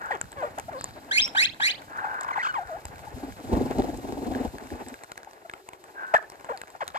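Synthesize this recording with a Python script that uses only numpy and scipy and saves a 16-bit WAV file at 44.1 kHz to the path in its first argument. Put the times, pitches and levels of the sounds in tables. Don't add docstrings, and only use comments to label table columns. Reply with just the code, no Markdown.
import sys
import numpy as np
from scipy import signal
from scipy.fft import rfft, irfft
from scipy.io import wavfile
from scipy.ndimage import uniform_filter1d

SR = 44100
rng = np.random.default_rng(int(sys.argv[2]) if len(sys.argv) > 2 else 0)


def inscribe(sig):
    pcm = np.round(np.clip(np.atleast_2d(sig).T, -1, 1) * 32767)
    wavfile.write(sys.argv[1], SR, pcm.astype(np.int16))


N = 307818
TIME_S, FREQS_HZ = np.arange(N) / SR, np.fft.rfftfreq(N, 1 / SR)

# frequency in Hz, left lead in radians, left over right in dB.
FROM_FLOOR = [(526, 0.5, 1), (879, -0.05, 6.5), (998, 4, 7), (1292, 3.5, -0.5), (1377, 3.5, 5.5),
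              (1545, 2, 0.5), (2430, 0.87, -1), (3170, -2, 1), (4000, -1.5, -0.5), (5580, -2, 0),
              (5830, 2.5, 1.5), (7700, 0.37, 1), (9370, 2.5, 0), (11300, 1.5, -7)]
FROM_SQUAWKER = [(503, 4, -4), (810, -0.9, 5), (1075, 3, 6), (1740, 4, -5.5), (1940, 3.5, 0),
                 (2560, 4.5, -8), (2650, 3.5, -2), (3600, 5, 6.5), (4680, 10, -7.5), (4380, 15, -8),
                 (4500, 11, 7), (5330, 8.5, -1.5), (6150, 4.5, -2), (6600, 2, 1), (10600, 0.45, -4.5)]
# delay in seconds, relative level in dB, right-port lag in seconds.
WALL_ECHOES = [(.015, -6, 0.027), (.025, -15, -0.0098), (.036, -42, -0.024), (.045, -43, .0003),
               (.072, -24, 0.0078), (.078, -22, 0.0074), (0.086, -21.5, 0)]
# time in seconds, relative level in dB.
BREEZE = [(0, -1), (.7, 3), (2.4, -3), (3.0, 4.5), (4.7, -2.5), (5.4, -12.5), (6.35, -7.5), (6.98, -3.5)]
# level in dB, dB per dB of breeze, wake level at full
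# flapping in dB, wake exponent, lumpiness in dB.
AIR_BANDS = [(-58.5, 1.5, -35.5, 1.17, 3.5), (-51.5, 0.31, -41, 1.02, 3.5), (-60, 0.29, -53, 0.26, 1.5)]
# frequency in Hz, gain in dB.
AIR_COLOUR = [(15, -38), (25, -9), (101, -5), (207, -7), (354, -1.5), (790, 1.5), (1280, -6), (1500, -3.5),
              (2370, -12), (3350, -19), (3830, -19), (6200, -25.5), (7500, -24.5), (9300, -28.5),
              (11500, -28), (15000, -27)]
# start, peak and end in seconds, peak level in dB, whistle's share of power 0-1.
HISSES = [(0, 0.04, 0.18, -33, 0.02), (1.88, 2, 2.8, -32.5, 0.15), (5.948, 6, 6.24, -35, 0.55)]
# frequency in Hz, width in Hz, gain in dB.
HISS_MODES = [(1035, 550, 4), (1480, 344, 12.5), (1500, 50, -12)]
# start and length in seconds, first, middle and last pitch in Hz, level in dB,
# tilt in dB per harmonic.
NOTES = [(.107, 0.0077, 930, 790, 860, -22, -6.5), (.114, 0.052, 624, 466, 326, -32, -1.5),
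         (.114, 0.013, 1910, 1895, 1750, -26.5, -27), (.37, .11, 589, 498, 472, -35.5, -3),
         (.42, 0.037, 992, 591, 700, -28, -10), (.577, .018, 550, 740, 990, -30.5, -7),
         (.682, 0.02, 695, 690, 1080, -34, -14), (.724, 0.071, 732, 510, 620, -37, -7),
         (2.284, 0.012, 1302, 1034, 956, -28, -5.5), (2.305, 0.016, 1295, 1080, 810, -27.5, -8),
         (2.327, 0.022, 1910, 2090, 1760, -37.5, -5), (2.389, 0.033, 2260, 1910, 2380, -29.5, -11),
         (2.481, 0.035, 1485, 1504, 1445, -30.5, -4.5), (2.539, 0.044, 1357, 1050, 870, -29, -5.5),
         (2.578, 0.021, 900, 818, 730, -27, -14), (2.596, .043, 753, 700, 875, -36.5, -11.5),
         (2.692, 0.084, 805, 630, 904, -35.5, -14), (3.069, 0.017, 940, 855, 840, -38, -16),
         (5.271, .0093, 830, 810, 895, -39.5, -29), (5.448, 0.018, 740, 670, 660, -42, -11),
         (6.138, 0.016, 905, 622, 1290, -13, -4.5), (6.1537, 0.02, 1650, 1755, 1600, -18, -27),
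         (6.488, 0.04, 844, 464.5, 730, -30, -5.5), (6.527, 0.035, 837, 788, 720, -38, -7.5),
         (6.749, 0.0091, 613, 745, 900, -38.5, -7), (6.805, 0.033, 1258, 691.5, 480, -29.5, -2.5),
         (6.944, .036, 469, 853, 1270, -30.5, -2)]
# first and last pip in seconds, pips per second, pitch in Hz,
# fall per pip in octaves, level in dB.
TRILLS = [(2.017, 2.133, 81, 830, .15, -34.5), (2.208, 2.264, 54, 1060, 0.86, -32)]
# start and length in seconds, top, first dip and last dip in Hz,
# first and last level in dB, tilt in dB per harmonic.
QUAVERS = [(2.354, .037, 1623, 991, 717, -26, -22.5, -9), (2.424, .058, 1644, 1518, 1047, -25.5, -21.5, -3)]
# frequency in Hz, gain in dB.
WARBLE_THROAT = [(300, 4), (700, 5.5), (1000, 10.5), (1500, 8.5), (2300, 0), (2800, -8.5), (3300, 0.5),
                 (3900, -18), (4600, -7), (5600, -12), (7500, -10), (10000, -35)]
WARBLE_RUSH = [(150, -50), (450, -13), (900, 3), (2200, -9), (3000, -5), (5000, -17), (7800, -11),
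               (10000, -28), (14000, -35)]
SQUAWK_THROAT = [(700, -4), (1600, 6.5), (3200, 4.5), (4100, 9.5), (4700, 0.5), (5300, -1), (5750, -12.5),
                 (6300, 3.5), (7200, -2.5), (8400, -4), (9500, -13.5), (10800, 0.5), (12200, -4),
                 (14000, -55)]
SQUAWK_RUSH = [(200, -40), (600, -12), (1300, -12), (2500, -17), (4000, -12), (5500, -7), (7500, 4),
               (9500, -13), (11500, -12), (14000, -39)]
# start in seconds, snap in dB, snap pitch in Hz,
# knock in dB, splinters in dB.
TICKS = [(0.2136, -18, 7330, -30, -36.5), (.3189, -35.5, 7900, -57, -44), (.3287, -43, 8150, -44, -48),
         (.586, -36, 7000, -45, -34), (.598, -35, 7830, -38, -35), (.8108, -30.5, 7640, -35, -39),
         (0.8424, -20, 7300, -32, -32.5), (1.2783, -37, 7500, -35.5, -40),
         (2.2103, -30.5, 7360, -47, -38.5), (2.2337, -38, 7800, -58, -38.5), (2.854, -32, 7600, -37, -32.5),
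         (3.552, -41, 3300, -35, -57), (3.821, -38, 3540, -36, -45), (3.974, -40, 7460, -54, -45),
         (4.35, -43, 3060, -35.5, -51), (4.584, -48, 3080, -40, -42), (4.885, -33.5, 7960, -53, -43),
         (4.9417, -56, 3120, -40, -45), (5.0364, -44, 7650, -40.5, -39.5),
         (5.1184, -34, 7300, -35.5, -38.5), (5.1775, -48, 3970, -39, -37.5),
         (5.4974, -52, 3250, -35.5, -44), (5.5371, -46, 7800, -34, -45), (5.689, -45, 7000, -37, -37.5),
         (5.7339, -55, 3540, -39.5, -45), (6.1408, -42, 5350, -29, -40), (6.3003, -40, 5530, -45, -39.5),
         (6.446, -43, 7100, -38.5, -50), (6.5747, -34.5, 4380, -46, -41.5), (6.616, -49, 7360, -36, -37),
         (6.636, -48, 2400, -41, -59), (6.703, -42, 7440, -50, -50), (6.879, -31, 3760, -41, -28.5)]
# nominal frequency in Hz, gain in dB, T60 in seconds.
KNOCK_MODES = [(1050, -23, 0.065), (1313, 6.5, 0.016), (1750, 4, 0.0077), (2350, -24, 0.064),
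               (4200, -43, 0.0013)]
# peak time and spread in seconds, frequency in Hz, peak level in dB.
DRONES = [(1.15, 0.83, 275, -53), (5.85, 0.63, 391, -57.5)]
# time in seconds, level in dB.
SCUFF_ENVELOPE = [(0.761, -65), (0.808, -47.5), (0.891, -58.5), (1.05, -76)]
# time in seconds, pitch in Hz, level in dB.
SQUAWK_CURVES = [
    [(1.110, 1540, -29), (1.117, 1617, -20.5), (1.130, 2050, -27), (1.140, 2092, -26), (1.165, 2142, -22.5),
     (1.186, 2560, -14), (1.189, 3020, -22.5), (1.201, 3260, -18), (1.213, 4220, -21.5)],
    [(1.348, 687, -30), (1.356, 850, -24.5), (1.363, 1480, -29), (1.373, 1544, -18), (1.385, 1857, -18),
     (1.405, 2038, -18), (1.420, 2224, -20.5), (1.431, 2575, -17.5), (1.441, 2670, -21), (1.444, 3110, -25),
     (1.450, 3250, -21.5), (1.461, 4420, -18)],
    [(1.598, 682, -34), (1.605, 855, -25), (1.612, 1595, -30.5), (1.624, 1673, -21.5), (1.638, 1948, -20.5),
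     (1.664, 2130, -20.5), (1.683, 2518, -21), (1.689, 2897, -26.5), (1.700, 3065, -26), (1.707, 3680, -25),
     (1.720, 4860, -29)],
]
SQUAWK_RASP = [.08, 0.14, .35]
# pitch in Hz, tilt in dB per harmonic.
REGISTERS = [(1500, -7), (2100, -4), (2600, -5), (3100, -9.5), (5400, -23)]
# start and length in seconds, first, middle and last pitch
# in Hz, level in dB.
WHISTLE_BENDS = [(1.216, .022, 5150, 5280, 5270, -22.5), (1.238, .025, 5320, 5510, 5300, -26)]
# start in seconds, nominal peak in dB, frequency in Hz.
PUFFS = [(2.651, -39.5, 60), (2.761, -36.5, 60.4), (2.851, -32, 69.6), (2.952, -40, 63.4),
         (3.138, -33, 75.5), (3.528, -12.5, 56), (3.566, -25, 70), (4.467, -28, 66), (4.727, -33.5, 69)]
# first and last stroke in seconds, first and last level in dB.
BOUTS = [(3.133, 3.172, -45, -39), (3.239, 3.283, -34.5, -40), (3.402, 3.495, -41.5, -34.5),
         (3.533, 3.616, -20.5, -21), (3.662, 3.759, -26, -28), (3.794, 3.993, -19, -34.5),
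         (4.05, 4.181, -30.5, -32), (4.227, 4.456, -27.5, -26), (4.55, 4.56, -33, -36),
         (4.624, 4.665, -37.5, -43.5), (4.724, 4.759, -32, -37), (4.817, 4.929, -37, -43)]
# start in seconds, level in dB.
CLAPS = [(3.529, -28), (3.71, -23), (3.784, -28), (3.799, -27), (4.124, -23), (4.267, -35), (4.359, -28),
         (4.45, -31)]
# frequency in Hz, gain in dB.
WING_COLOUR = [(24, -41), (40, -2.5), (70, -10), (170, -21), (258, 5), (329, -4.5), (372, -3.5), (608, -12),
               (758, -8.5), (1360, -29), (1660, -46), (3380, -48), (4010, -41), (5130, -110), (14000, -50)]

FULL_FLAP_DB = -24


def amp(db):
    return 10 ** (np.asarray(db) / 20)


def unit(x):
    return x / np.sqrt(np.mean(x ** 2) + 1e-20)


def lookup(table, hz, column=1):
    columns = np.transpose(table)
    return np.interp(np.log(hz + 1), np.log(columns[0] + 1), columns[column])


def add(mix, start_s, sound):
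    part = mix[max(round(start_s * SR), 0):][:len(sound)]
    part += sound[:len(part)]


def noise(gain):
    real, imaginary = rng.standard_normal((2, len(FREQS_HZ)))
    return unit(irfft((real + 1j * imaginary) * gain, N))


def band_noise(hz, width_hz):
    return noise(np.exp(-((FREQS_HZ - hz) / width_hz) ** 2))


def waver(hz):
    return band_noise(0, hz)


def beats(first_s, last_s, per_s):
    return np.linspace(first_s, last_s, round(abs(last_s - first_s) * per_s) + 1)


def ports(x, direction):
    lead_rad, balance_db = lookup(direction, FREQS_HZ), lookup(direction, FREQS_HZ, column=2)
    half = np.exp(.5j * lead_rad) * amp(balance_db / 2)
    pair = np.array([half, 1 / half])
    return irfft(rfft(x) * pair / np.sqrt(np.mean(abs(pair) ** 2, axis=0)), N)


def terrace(x, direction, echo_db, tail_db, t60_s=0.4, cutoff_hz=4800, dulling_s=0.25):
    t = np.arange(SR // 2) / SR
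    tail = rng.standard_normal((2, len(t))) * (t > .004) * amp(-60 * t / t60_s)
    tail = signal.lfilter(*signal.butter(3, cutoff_hz, fs=SR), tail)
    response = amp(tail_db) * tail / np.linalg.norm(tail[0])
    for delay_s, db, lag_s in WALL_ECHOES:
        lowpass = signal.butter(2, cutoff_hz / (1 + delay_s / dulling_s), fs=SR)
        echo = signal.lfilter(*lowpass, signal.unit_impulse(len(t)))
        for port, arrival_s in zip(response, (delay_s, delay_s + lag_s)):
            add(port, arrival_s, amp(db + echo_db) * echo)
    return ports(x, direction) + signal.fftconvolve(x[None], response, axes=1)[:, :N]


def air(strokes, wake_s=0.18, diffuse_gain=0.73):
    breeze_db = np.interp(TIME_S, *np.transpose(BREEZE))
    wake = abs(uniform_filter1d(strokes, round(wake_s * SR))) / amp(FULL_FLAP_DB)
    low = 1 / (1 + (FREQS_HZ / 195) ** 6)
    high = 1 / (1 + (3200 / (FREQS_HZ + 1)) ** 4)
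    mid = (1 - low) * (1 - high)
    out = np.zeros((2, N))
    for band, (db, follow, wake_db, exponent, lumps_db) in zip([low, mid, high], AIR_BANDS):
        colour = band * amp(lookup(AIR_COLOUR, FREQS_HZ))
        pair = ports(noise(colour), FROM_FLOOR) + diffuse_gain * np.array([noise(colour), noise(colour)])
        level = np.hypot(amp(db + follow * breeze_db), amp(wake_db) * wake ** exponent)
        out += unit(pair) * level * amp(1.5 + lumps_db * waver(hz=25))
    return out


def hisses(whistle_hz=1556, sag_hz=68.7, edge_db=-18.5, jitter=0.0214):
    throat = sum(amp(db) / (1 + ((FREQS_HZ - hz) / (width_hz / 2)) ** 2) for hz, width_hz, db in HISS_MODES)
    rasp = unit(noise(throat) * amp(2.4 * waver(hz=80)))
    wobble = 1 + jitter * waver(hz=137)
    out = np.zeros(N)
    for start_s, peak_s, end_s, db, share in HISSES:
        position = np.interp(TIME_S, [start_s, peak_s, end_s], [-1, 0, 1])
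        hz = (whistle_hz - sag_hz * position) * wobble
        whistle = unit(np.sin(2 * np.pi * np.cumsum(hz) / SR))
        envelope = amp(db + edge_db * position ** 2) * (abs(position) < 1)
        out += envelope * (np.sqrt(share) * whistle + np.sqrt(1 - share) * rasp)
    return out


def syrinx(hz, level_db, tilt_db, throat, jitter, shimmer, harmonics=9):
    wobble, flutter = (unit(uniform_filter1d(row, 24)) for row in rng.standard_normal((2, len(hz))))
    phase = 2 * np.pi * np.cumsum(hz * (1 + jitter * wobble)) / SR
    k = np.arange(1, harmonics + 1)[:, None]
    gains = amp(tilt_db * k + lookup(throat, k * hz)) * (k * hz < SR / 2)
    gains /= np.sqrt(np.sum(gains ** 2, axis=0) / 2)
    return amp(level_db) * (1 + shimmer * flutter) * np.sum(gains * np.sin(k * phase), axis=0)


def rasping(voice, depth, rate_hz, wander=0.257):
    hz = rate_hz * (1 + wander * unit(uniform_filter1d(rng.standard_normal(len(voice)), 150)))
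    return voice * (1 + depth * np.sin(2 * np.pi * np.cumsum(hz) / SR)) / np.sqrt(1 + depth ** 2 / 2)


def airy(voice, colour, rush_db=-27):
    effort = np.sqrt(abs(uniform_filter1d(voice ** 2, size=200)))
    return voice + amp(rush_db) * effort * noise(amp(lookup(colour, FREQS_HZ)))


def gated(voice, both_edges_s=0.005):
    return voice * signal.windows.tukey(len(voice), min(1, both_edges_s * SR / len(voice)))


def scoop(length_s, pitches_hz):
    parabola = np.polyfit([0, .5, 1], np.log(pitches_hz), 2)
    return np.exp(np.polyval(parabola, np.linspace(0, 1, round(length_s * SR))))


def warble(hz, db, tilt_db, jitter=.028, swell_db=4.0):
    arch = np.sin(np.linspace(0, np.pi, len(hz))) - 2 / np.pi
    voice = syrinx(hz, db + swell_db * arch, tilt_db, WARBLE_THROAT, jitter, shimmer=0.067)
    return gated(rasping(voice, depth=.4 * amp(tilt_db), rate_hz=170))


def warbler(pip_s=.0085, pip_spread_db=3.5, dips_per_s=52, dip_swell_db=8.5):
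    out = np.zeros(N)
    for start_s, length_s, *pitches_hz, db, tilt_db in NOTES:
        add(out, start_s, warble(scoop(length_s, pitches_hz), db, tilt_db))
    for first_s, last_s, per_s, hz, octaves, db in TRILLS:
        pip_hz = hz * 2 ** (octaves * np.linspace(.5, -.5, round(pip_s * SR)))
        for start_s in beats(first_s, last_s, per_s):
            add(out, start_s, warble(pip_hz, db + pip_spread_db * rng.standard_normal(), tilt_db=-15))
    for start_s, length_s, top_hz, first_hz, last_hz, first_db, last_db, tilt_db in QUAVERS:
        t = np.arange(0, length_s, 1 / SR)
        dip = np.sin(np.pi * dips_per_s * t) ** 2
        hz = top_hz * (np.linspace(first_hz, last_hz, len(t)) / top_hz) ** dip
        db = np.linspace(first_db, last_db, len(t)) + dip_swell_db * (dip - 1)
        add(out, start_s, warble(hz, db, tilt_db, jitter=0.049))
    return airy(out, WARBLE_RUSH)


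def tick(snap_db, snap_hz, knock_db, splinter_db, snap_s=0.00037):
    t = np.arange(1500) / SR
    burst = t / snap_s * np.exp(1 - t / snap_s)
    snap = amp(snap_db) * np.sin(2 * np.pi * snap_hz * t)
    bandpass = signal.butter(2, [1800, 10000], "band", fs=SR)
    splinters = unit(signal.lfilter(*bandpass, rng.standard_normal(len(t))))
    detunes = rng.uniform(0.73, 1.345, len(KNOCK_MODES))
    knock = sum(amp(db - 60 * t / t60_s) * np.sin(2 * np.pi * hz * detune * t)
                for (hz, db, t60_s), detune in zip(KNOCK_MODES, detunes))
    return burst * (snap + amp(splinter_db) * splinters) + amp(knock_db) * knock


def feeding(near_gain_db=2.5, flock_db=-53.0, pecks=130):
    near, flock = np.zeros((2, N))
    for start_s, *crack in TICKS:
        add(near, start_s, tick(*crack))
    for when, size, pitch, body in rng.random((pecks, 4)):
        db = flock_db + 7 * size ** 2
        add(flock, when * N / SR, tick(db, 3000 + 5000 * pitch, db + 6 * body, db))
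    return amp(near_gain_db) * near + flock


def drones(width_hz=65):
    return sum(band_noise(hz, width_hz) * amp(db) * np.exp(-((TIME_S - peak_s) / spread_s) ** 2)
               for peak_s, spread_s, hz, db in DRONES)


def scuff():
    grit = band_noise(hz=4200, width_hz=1100) * amp(4.3 * waver(hz=200))
    times_s, db = np.transpose(SCUFF_ENVELOPE)
    return unit(grit) * np.interp(TIME_S, times_s, amp(db), left=0, right=0)


def squawker():
    out = np.zeros(N)
    for curve, rasp in zip(SQUAWK_CURVES, SQUAWK_RASP):
        times_s, pitches_hz, levels_db = np.transpose(curve)
        t = np.arange(times_s[0], times_s[-1], 1 / SR)
        hz, db = np.interp(t, times_s, pitches_hz), np.interp(t, times_s, levels_db)
        tilt_db = lookup(REGISTERS, hz)
        voice = syrinx(hz, db, tilt_db, SQUAWK_THROAT, jitter=.036 * amp(tilt_db), shimmer=.1)
        add(out, times_s[0], gated(rasping(voice, rasp, rate_hz=330)))
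    for start_s, length_s, *pitches_hz, db in WHISTLE_BENDS:
        hz = scoop(length_s, pitches_hz)
        whistle = syrinx(hz, db, 0, SQUAWK_THROAT, jitter=.006, shimmer=.1, harmonics=1)
        add(out, start_s, gated(whistle))
    return airy(out, SQUAWK_RUSH)


def puffs(spread_db=9.0, rise_cycles=0.37):
    out = np.zeros((2, N))
    t = np.arange(4000) / SR
    for start_s, db, hz in PUFFS:
        age = t * hz / rise_cycles
        for port in out:
            size, turn = rng.uniform(-1.1, 1, 2)
            envelope = amp(db + spread_db * size) * age * np.exp(1 - age)
            add(port, start_s, envelope * np.sin(2 * np.pi * hz * t + 0.35 * turn))
    return out


def wing_strokes(per_s=22, rise_s=0.0076, fall_s=0.0093, clap_s=0.0023, uneven_db=1.44):
    strokes = np.zeros(N)
    t = np.arange(-2000, 4000) / SR
    stroke = 1 / np.cosh(t / np.where(t < 0, rise_s, fall_s))
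    for first_s, last_s, first_db, last_db in BOUTS:
        peaks_s = beats(first_s, last_s, per_s)
        for peak_s, db in zip(peaks_s, np.linspace(first_db, last_db, len(peaks_s))):
            add(strokes, peak_s + t[0], amp(db + uneven_db * rng.standard_normal()) * stroke)
    for start_s, db in CLAPS:
        add(strokes, start_s, amp(db) * np.exp(-t[t >= 0] / clap_s))
    return strokes


def wings(strokes, diffuse_db=-8.5):
    colour = amp(lookup(WING_COLOUR, FREQS_HZ))
    direct = ports(strokes * noise(colour), FROM_FLOOR)
    return direct + amp(diffuse_db) * strokes * np.array([noise(colour), noise(colour)])


def feathers(strokes, gain_db=-25, grains_per_s=1500, highpass_hz=2500, lowpass_hz=4200):
    size_db = 4 * np.minimum(rng.exponential(1, N), 3)
    grains = (rng.random(N) < grains_per_s / SR) * rng.choice([-1, 1], N) * amp(size_db)
    colour = FREQS_HZ / (FREQS_HZ + highpass_hz) / (1 + (FREQS_HZ / lowpass_hz) ** 2)
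    crackle = unit(irfft(rfft(grains) * colour, N))
    effort = (abs(strokes) / amp(FULL_FLAP_DB)) ** 0.77
    return amp(gain_db + FULL_FLAP_DB) * effort * crackle


def scene():
    strokes = wing_strokes()
    far = terrace(squawker(), FROM_SQUAWKER, echo_db=-4.5, tail_db=-27)
    floor = warbler() + hisses() + feeding() + scuff() + feathers(strokes)
    near = terrace(floor, FROM_FLOOR, echo_db=-13, tail_db=-35.5)
    return far + near + wings(strokes) + puffs() + air(strokes) + drones()


def record(dry, bass_hz=42, edge_hz=14350):
    thinned = signal.sosfilt(signal.butter(3, bass_hz, "high", fs=SR, output="sos"), dry)
    lowpass = signal.firwin(511, edge_hz, window=("kaiser", 8), fs=SR)
    return signal.oaconvolve(thinned, lowpass[None], "same")


dry = scene()
out = record(dry)
inscribe(out)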